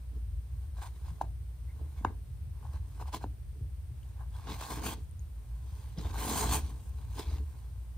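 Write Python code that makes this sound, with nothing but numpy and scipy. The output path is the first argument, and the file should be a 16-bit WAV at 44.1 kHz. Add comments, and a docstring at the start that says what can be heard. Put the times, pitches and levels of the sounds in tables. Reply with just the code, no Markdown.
"""A carpeted corner of a small room, a cat with a paper towel, a two-port microphone.
The first four seconds are nosing, bites and tugs: clumped clicks ring the sheet and the mouth hollow, short
bursts make hollow pops (a knot of them near 3 s) and low thumps of paws and room, and tooth squeaks glide.
Long rips of denser clicks follow from 4.3, 6 and 7.1 s, with wet ticks mostly from 5 to 6 s, then soft nosing.
Room echo follows each sound; mains hum, noise-driven rumble and a faint hiss run underneath throughout."""
import sys
import numpy as np
from scipy import signal
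from scipy.fft import rfft, irfft, next_fast_len
from scipy.io import wavfile
from scipy.ndimage import uniform_filter1d

SR = 44100
rng = np.random.default_rng(int(sys.argv[2]) if len(sys.argv) > 2 else 0)


def to_wav(s):
    """Save 16-bit WAV."""
    ch = np.atleast_2d(s).T  # columns
    pcm = np.round(np.clip(ch, -1, 1) * 32767)  # PCM
    wavfile.write(sys.argv[1], SR, pcm.astype(np.int16))


N = 351544  # samples

# Long rips, one curve each: [t/s, tearing level/dB, fibres over creases/dB, wad over creases/dB,
# drag of sheet and paws on the carpet: level/dB]; the fibres get FIBRE_LIFT_DB on top
RIP_CURVES = [
    [(4.305, -77, 0, 2, -87), (4.36, -64.5, -3, 7.5, -71.5), (4.43, -68.5, -3.5, 6, -71),
     (4.475, -52.5, -12.5, 4, -45.5), (4.52, -47.5, -8, -0.5, -44), (4.58, -60, -1, 4.5, -71),
     (4.61, -47, -6, 1, -63), (4.684, -57, -0.5, 8, -59), (4.71, -47.5, -1.5, 7, -44.5),
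     (4.75, -54, -2.5, 4, -49.5), (4.77, -50.5, -2, 3.5, -45.5), (4.814, -57.5, -3.5, 8.5, -51),
     (4.864, -42, 0, -1.5, -38.5), (4.895, -47, -2, -2, -43.5), (4.94, -51.5, -1, 6, -49.5),
     (4.956, -66, -8.5, 2.5, -55.5), (5.054, -81, 6.5, 2.5, -69.5)],
    [(5.96, -75.5, 0.5, 6, -59.5), (5.985, -55, -13.5, -7, -43), (6.02, -58, -5.5, -3.5, -53),
     (6.05, -57.5, -8, 6, -49.5), (6.12, -58, -4.5, 5, -58), (6.17, -53.5, -4, 5.5, -54),
     (6.19, -47, -2, 3.5, -46.5), (6.25, -45.5, 1, 3.5, -42), (6.31, -44, 2, 4, -37),
     (6.4, -41, 1, 2.5, -41.5), (6.44, -44, 2, 8.5, -34), (6.484, -45, -2.5, -0.5, -40),
     (6.531, -38.5, 4, 3.5, -41.5), (6.556, -40, 3, 2.5, -33.5), (6.625, -59.5, -5, 2.5, -62),
     (6.69, -61, -3.5, -2.5, -56.5), (6.73, -69, -1, 6.5, -58.5), (6.9, -77, 9.5, -1, -67.5)],
    [(7.1, -69.5, -1, 1.5, -66.5), (7.147, -65, 1, 2.5, -61), (7.195, -47.5, -4.5, 2, -41.5),
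     (7.214, -54.5, -6, 0, -60), (7.26, -60, -8.5, 0, -57.5), (7.313, -58.5, -8.5, -1.5, -54.5),
     (7.383, -61.5, -9.5, -0.5, -58), (7.41, -73, -3, 3.5, -52), (7.46, -80.5, 0, 4, -75.5)],
]
# Single bites and tugs: [peak t/s, width for a 20 dB fall/s, chewing level/dB, creasing level/dB, drag level/dB]
BITES = [(0.16, 0.0519, -74, -77, -55.5), (0.79, 0.0388, -53.5, -62.5, -76), (0.83, 0.0459, -49, -57, -80),
         (0.864, 0.0392, -54, -58.5, -78), (0.96, 0.011, -68, -67, -74), (1.084, 0.0756, -57.5, -65, -67),
         (1.185, 0.0042, -59.5, -73.5, -61.5), (1.218, 0.0148, -48, -60, -47.5),
         (1.24, 0.04, -60.5, -76.5, -51), (1.816, 0.0875, -65, -74.5, -57.5),
         (1.985, 0.0443, -60.5, -67, -75), (2.012, 0.0005, -75, -66, -43.5),
         (2.052, 0.0088, -40.5, -60.5, -56), (2.084, 0.0761, -56, -76.5, -50.5),
         (2.575, 0.0573, -69.5, -80, -80), (2.654, 0.0851, -59.5, -73.5, -64),
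         (2.75, 0.0615, -57, -66, -62.5), (3.013, 0.0338, -50, -59.5, -51.5), (3.083, 0.032, -53, -61, -78),
         (3.144, 0.0204, -40, -45.5, -50), (3.163, 0.022, -46.5, -48.5, -47.5),
         (3.23, 0.0283, -51.5, -62, -61.5), (3.252, 0.0329, -61, -75.5, -49.5),
         (3.607, 0.0933, -89, -86.5, -58.5), (3.906, 0.0065, -82, -84, -58),
         (4.21, 0.0556, -56.5, -72.5, -67), (5.81, 0.2736, -64, -66, -67.5),
         (7.01, 0.14, -65.5, -69.5, -64.5)]
# Soft nosing and mouthing between bites: [t/s, level/dB before the offsets below]
NOSING = [(0, -81), (0.22, -91), (0.65, -74.5), (0.72, -85.5), (0.97, -70.5), (1.17, -72), (1.3, -90),
          (1.75, -76), (1.95, -72), (2.2, -83.5), (2.53, -86.5), (2.62, -72), (2.82, -77), (2.98, -68),
          (3.3, -93), (3.9, -85.5), (4.03, -73.5), (4.15, -79), (5.15, -84.5), (5.45, -75.5), (5.75, -70),
          (5.93, -74), (6.8, -73), (7.1, -70), (7.56, -70), (7.75, -76.5), (7.97, -76.5)]
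# Offsets of the nosing for creases, fibres, wad, drag: [level/dB]
NOSING_OFFSETS = [-3.5, -3.5, 2, 2]
# Spectrum of the creasing sheet: [f/Hz, relative level/dB per Hz]
CREASE_SPECTRUM = [(1750, -8), (2150, -2.5), (2600, -3.5), (3000, -4.5), (3350, -1.5), (3700, -3),
                   (4200, -1), (4750, -5.5), (5150, -4), (5600, -10.5), (6400, -6.5), (7500, -29)]
# Spectrum of the parting fibres: [f/Hz, relative level/dB per Hz]
FIBRE_SPECTRUM = [(4000, -22.5), (6500, 1), (7500, 1), (8500, 0.5), (10000, -1.5), (11500, -8),
                  (13500, -1.5), (15700, -7)]
# Hollow of mouth and wad, close to the wall: [f/Hz, width of one pass/Hz, relative level/dB]
MOUTH_MODES = [(770.47, 200.2, -9.5), (895.87, 333.66, 7.5), (1016.3, 155.52, 4.5), (1545.7, 235.1, 1)]
# Resonances of the dragging on carpet: [f/Hz, width of one pass/Hz, relative level/dB]
CARPET_MODES = [(167.79, 106.5, -2), (229.09, 101.42, 2), (291.28, 50.57, 0.5), (411.72, 87.62, -2)]
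# Left-right likeness of the paper at the two ports: [f/Hz, likeness (no unit)]
PAPER_LIKENESS = [(200, 0.8349), (1000, 0.7189), (2400, 0.6251), (4400, 0.7148), (6200, 0.084),
                  (7600, 0.5478), (15800, 1)]
# The sheet snapping off the teeth: [t/s, peak level/dB, f/Hz, level of the fixed 1.5 kHz resonance/dB,
# crack level above 2 kHz/dB, thud level under 500 Hz/dB]
POPS = [(1.082, -45.5, 989.5, -64, -63, -56), (1.212, -19.5, 831.2, -39.5, -47, -38),
        (1.812, -52, 615.3, -69, -71, -53.5), (2.048, -16, 936.1, -26.5, -34.5, -22.5),
        (2.651, -42.5, 861.9, -70.5, -69, -62.5), (2.999, -40, 999.3, -63.5, -62.5, -59),
        (3.013, -37.5, 833.7, -64, -57, -44), (3.024, -36, 998.8, -63.5, -64, -55),
        (3.056, -46.5, 998, -69.5, -61, -59.5), (3.087, -43, 841.5, -69.5, -61, -64.5),
        (3.139, -29.5, 994.2, -47.5, -47, -39.5), (3.211, -49.5, 895.8, -64, -62, -52),
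        (3.24, -29, 859.1, -43.5, -49, -31), (4.211, -46.5, 878, -67.5, -70, -69),
        (4.396, -44.5, 986.9, -61.5, -62.5, -65.5), (4.471, -47.5, 942.8, -48.5, -46, -41.5),
        (4.623, -38, 1081, -56.5, -49.5, -51.5), (4.862, -41, 691.8, -34, -39, -28.5),
        (5.983, -50, 660.7, -57.5, -53, -44.5), (6.051, -44, 676.2, -60.5, -58, -44.5),
        (6.143, -36.5, 976.3, -60.5, -54, -42), (6.554, -29, 793.3, -45.5, -37.5, -44),
        (7.194, -43.5, 1034, -63.5, -43.5, -30), (7.313, -50, 678.3, -63, -50, -55.5),
        (7.383, -54, 801.4, -63.5, -50, -55.5)]
# Resonances of the taut sheet: [f/Hz, width of one pass/Hz, relative level/dB]
CRACK_MODES = [(2798, 342, 1.5), (3712.2, 313.4, -2.5), (4896.2, 636, -12), (6648.2, 396.2, -4)]
# Small wet ticks of tongue and teeth: [t/s, peak level/dB, f/Hz]
TICKS = [(4.03, -56.5, 3000), (5.093, -55.5, 9816), (5.111, -48.5, 9106), (5.194, -46, 6709),
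         (5.974, -52, 3301), (5.986, -39.5, 5261), (5.045, -58.5, 6990), (6.0, -54, 5050)]
# Faint squeaks of tooth on damp paper: [t/s, length/s, peak level/dB, start f/Hz, end f/Hz]
SQUEAKS = [(1.668, 0.0718, -65, 1990, 2240), (1.955, 0.06736, -66.5, 2160, 2177),
           (2.048, 0.0437, -57, 2195, 2104), (4.33, 0.04002, -62.5, 3350, 3196)]
# Low thumps: paws shifting weight, and the room's low boom after hard snaps and tugs: [t/s, peak level/dB, f/Hz]
LOW_THUMPS = [(0.158, -58, 152.7), (1.107, -34.5, 122.3), (2.007, -40.5, 219.9), (2.062, -31.5, 77.28),
              (3.254, -34, 79.97), (3.605, -31.5, 101.9), (3.909, -37.5, 104.5), (5.975, -30.5, 158.2),
              (6.034, -27.5, 69.16), (6.56, -32, 68.47)]
# Decay of the room echo: [f/Hz, t60/s]
ROOM_DECAY = [(200, 0.4846), (1000, 0.1225), (4000, 0.3051), (12000, 0.0726)]
# Low room modes: [f/Hz, width of one pass/Hz, relative level/dB]
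ROOM_MODES = [(55.576, 6.893, -2.5), (72.703, 7.003, -3), (90.902, 11.907, -9), (115.3, 21.385, -14)]
# Left-right likeness of hiss and echo at the two ports: [f/Hz, likeness (no unit)]
DIFFUSE_LIKENESS = [(60, 0.929), (300, 0.5038), (1000, 0.094), (2000, 0.1022), (6000, 0.14), (7600, 1),
                    (15800, 1)]
# Spectrum of the hiss: [f/Hz, relative level/dB per Hz]
HISS_SPECTRUM = [(60, -21), (140, 4.5), (200, -9), (400, -12.5), (1000, -20), (3300, -25), (6800, -29),
                 (8800, -24), (11500, -27.5), (13500, -25), (15700, -34)]
# Phase lead of the right port, negative where it lags; in the treble it grows like a fixed
# path difference: [f/Hz, lead/radians]
PORT_LEAD = [(0, 0), (1000, -.45), (1700, -1.1), (2400, -.4), (3700, -.9), (5600, -.7), (7000, -2.6),
             (9300, 0), (14100, 6.28), (16000, 8.8)]

BITE_RISE, BITE_ROUND = 1.0697, 1.4948  # rise as a share of the width; roundness of the top
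BITE_BRIGHT_DB, FIBRE_LIFT_DB = -3.5, 2.5  # fibres over creases in a bite; lift of all fibres
MAINS_HZ, MAINS_DB = 59.901, -44  # f/Hz, rms level/dB before its slow wander
RUMBLE_DB, HISS_DB = -41, -62  # levels/dB ahead of the microphone's filters
EDGE_HZ = 15800  # upper band limit


def paper():
    """Clumped clicks drive the creasing sheet, the parting fibres, the mouth hollow and the carpet."""
    crease_gain, fibre_gain, wad_gain, drag_gain = effort()
    slips = lumps(0.004049, 1.2606)  # the tear runs in jerks
    # a fast rip packs the clicks into a finer grain
    pace = np.clip(fibre_gain / gain_of(-46), .25, 3)
    creases = colour(grains(6000 * pace, 1.7425), CREASE_SPECTRUM)
    creases = evened(patches(creases, 2.845)) * crease_gain * slips
    fibres = colour(grains(12000, 4.586), FIBRE_SPECTRUM)
    fibres = evened(patches(fibres, 2.848)) * fibre_gain * gain_of(FIBRE_LIFT_DB) * slips
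    wad = evened(modes(grains(2500 * pace, 2.444), MOUTH_MODES))
    wad = wad * wad_gain * slips * lumps(0.0033, 0.462)
    drag = evened(modes(grains(600, 3.4246), CARPET_MODES))
    drag = drag * drag_gain * lumps(0.00629, 1.657)
    left, twin = creases + fibres + wad + drag
    return pair(left, twin, PAPER_LIKENESS)


def effort():
    """Gains of creases, fibres, wad and drag: the loudest of nosing, bites and rips at each moment."""
    t = np.arange(0, N / SR + .002, 1 / 1000)
    db = np.interp(t, *np.transpose(NOSING)) + np.c_[NOSING_OFFSETS]
    for s, width, chew_db, crease_db, drag_db in BITES:
        away = np.where(t < s, (s - t) / BITE_RISE, t - s)
        fall = 20 * (away / width) ** BITE_ROUND
        peaks = np.c_[[crease_db, crease_db + BITE_BRIGHT_DB, chew_db, drag_db]]
        db = np.maximum(db, peaks - fall)
    for curve in RIP_CURVES:
        s, *columns = np.transpose(curve)
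        tear, fibres, wad, drag = (np.interp(t, s, column) for column in columns)
        louder = np.maximum(db, [tear, tear + fibres, tear + wad, drag])
        db = np.where((t > s[0]) & (t < s[-1]), louder, db)
    return [gain_of(np.interp(np.arange(N) / SR, t, row)) for row in db]


def pops():
    """A short hollow pop with a fixed higher ring near 1.5 kHz, a crack of the taut sheet, then a soft thud."""
    out = np.zeros(N)
    click = np.zeros(400)
    click[0] = 1
    crack = modes(click, CRACK_MODES)
    crack /= abs(crack).max()
    for s, db, hz, ring_db, crack_db, thud_db in POPS:
        add(out, s - .0006, gain_of(db) * burst(hz, 4.68))
        add(out, s - .0003, gain_of(ring_db) * burst(1510.9, 6.835))
        add(out, s, gain_of(crack_db) * crack)
        add(out, s + 0.0022976, gain_of(thud_db) * burst(265.5, 1.1173))
    return out


def ticks():
    """Tongue and teeth part wetly: each tick is a dozen high cycles."""
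    out = np.zeros(N)
    for s, db, hz in TICKS:
        add(out, s, gain_of(db) * burst(hz, 12.63))
    return out


def squeaks():
    """Tooth slides on damp paper: a short sine glide with an unsteady pitch."""
    out = np.zeros(N)
    for s, length, db, start_hz, end_hz in SQUEAKS:
        glide = np.linspace(start_hz, end_hz, round(length * SR))
        # the slip stutters, 90 Hz rms
        glide += 90 * evened(uniform_filter1d(rng.standard_normal(len(glide)), size=120))
        tone = np.sin(2 * np.pi * np.cumsum(glide) / SR)
        add(out, s, gain_of(db) * tone * np.hanning(len(glide)))
    return out


def low_thumps():
    """Paws shift weight, or the room booms low after a hard snap or tug: about three low cycles each."""
    out = np.zeros(N)
    for s, db, hz in LOW_THUMPS:
        add(out, s, gain_of(db) * burst(hz, 2.9084))
    return out


def room(x):
    """Echo as sparse taps of random sign, each band dying at its own speed, other taps per port."""
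    taps = np.zeros((2, SR // 2))
    # one tap in every 20 samples
    at = np.arange(200, SR // 2 - 20, 20) + rng.integers(0, 20, (2, (SR // 2 - 201) // 20))
    np.put_along_axis(taps, at, rng.choice([-1., 1.], at.shape), 1)
    hz, t, z = signal.stft(taps, SR, nperseg=256)
    decay = gain_of(-60 * t / read(ROOM_DECAY, hz)[:, None])
    tail = signal.istft(z * decay, SR, nperseg=256)[1]
    return signal.fftconvolve(x, tail / np.linalg.norm(tail[0]), axes=1)[:, :N]


def rumble():
    """The building's low rumble: noise in the low room modes, nearly alike at both ports."""
    a, b = rng.standard_normal((2, N))
    noise = np.array([a + 0.2509 * b, a - 0.0814 * b])
    return gain_of(RUMBLE_DB) * evened(modes(noise, ROOM_MODES)) * lumps(0.0873, 1.982)


def mains_hum():
    """One sine at the mains frequency, its level wandering slowly, the same at both ports."""
    t = np.arange(N) / SR
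    tone = np.sqrt(2) * np.sin(2 * np.pi * MAINS_HZ * t)
    return gain_of(MAINS_DB) * tone * lumps(0.3471, 2.573)


def hiss():
    """Steady coloured noise, its likeness between the ports set by frequency."""
    c, d = rng.standard_normal((2, N))
    return gain_of(HISS_DB) * evened(colour(pair(c, d, DIFFUSE_LIKENESS), HISS_SPECTRUM))


def gain_of(db):
    """dB to gain."""
    return 10 ** (np.asarray(db) / 20)


def evened(x):
    """Scales to rms 1."""
    return x / np.sqrt(np.mean(x ** 2) + 1e-20)


def read(points, hz):
    """Reads a spectrum table on a log-frequency axis."""
    f, value = np.transpose(points)
    return np.interp(np.log(hz + 1), np.log(f + 1), value)


def add(mix, s, sound):
    """Mixes a sound in at s seconds."""
    part = mix[round(s * SR):][:len(sound)]
    part += sound[:len(part)]


def modes(x, table):
    """Sum of resonances, each applied twice for dark valleys between them."""
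    out = 0
    for hz, width, db in table:
        pole = np.exp((2j * np.pi * hz - np.pi * width) / SR)
        b, a = [1 - abs(pole)], [1, -pole]
        once = signal.lfilter(b, a, x, axis=-1)
        out = out + gain_of(db) * signal.lfilter(b, a, once, axis=-1).real
    return out


def colour(x, points):
    """Filters by a spectrum table."""
    size = next_fast_len(x.shape[-1])
    gain = gain_of(read(points, np.fft.rfftfreq(size, 1 / SR)))
    return irfft(rfft(x, size) * gain, size)[..., :x.shape[-1]]


def patches(x, depth_db):
    """Colour that drifts as the sheet changes shape: random patches over time and frequency."""
    z = signal.stft(x, SR, nperseg=512, noverlap=384)[2]
    field = rng.standard_normal(z.shape[-2:])
    field = uniform_filter1d(field, size=3, axis=0)
    field = evened(uniform_filter1d(field, size=24, axis=1))
    return signal.istft(z * gain_of(depth_db * field), SR, nperseg=512, noverlap=384)[1][..., :N]


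def pair(x, other, points):
    """Two microphone ports: the right one hears a share of the left and a share of a second signal."""
    size = next_fast_len(N)
    same = np.clip(read(points, np.fft.rfftfreq(size, 1 / SR)), -1, 1)
    right = irfft(same * rfft(x, size) + np.sqrt(1 - same ** 2) * rfft(other, size), size)
    return np.array([x, right[:N]])


def lumps(seconds, depth_db):
    """Random gain that wanders on the given time scale."""
    size = max(round(seconds * SR), 2)
    smooth = uniform_filter1d(uniform_filter1d(rng.standard_normal(N), size), size)
    return gain_of(depth_db * evened(smooth))


def grains(per_s, spread_db):
    """Two sparse trains of clicks of random sign, a few of them large, at steady mean power."""
    size = gain_of(spread_db * np.minimum(rng.exponential(1, (2, N)), 4))
    signed = size * rng.choice([-1., 1.], (2, N))
    return signed * (rng.random((2, N)) < per_s / SR) / np.sqrt(per_s)


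def burst(hz, cycles):
    """A few cycles swelling and dying, peak about 1."""
    t = np.arange(round(cycles * SR / hz)) / SR
    return np.sin(2 * np.pi * hz * t) * np.sin(np.pi * t * hz / cycles) ** 2


def scene():
    """The cat in its corner, the room's answer and the background."""
    hits = pops() + ticks() + squeaks() + low_thumps()
    hits = hits * gain_of([[.3], [-.3]])  # slightly louder at the left port
    sheet = paper()
    echo = pair(*room(gain_of(-15.5) * hits + gain_of(-17) * sheet), DIFFUSE_LIKENESS)
    # hits and paper all set the low room modes ringing
    boom = gain_of(14.0) * modes(hits + sheet, ROOM_MODES)
    return hits + sheet + echo + boom + rumble() + mains_hum() + hiss()


def record(dry):
    """The microphone: phase between its two ports, the bass roll-off, then the band limit."""
    size = next_fast_len(N + 4096)
    lead = np.interp(np.fft.rfftfreq(size, 1 / SR), *np.transpose(PORT_LEAD))
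    turn = np.exp(.5j * np.array([-lead, lead]))  # half the lead on each port
    ports = irfft(rfft(dry, size) * turn, size)[:, :N]
    ports = signal.sosfilt(signal.butter(2, 36, "high", fs=SR, output="sos"), ports)
    band = signal.firwin(511, EDGE_HZ, window=("kaiser", 9), fs=SR)
    return signal.oaconvolve(ports, band[None], "same")


dry = scene()
out = record(dry)
to_wav(out)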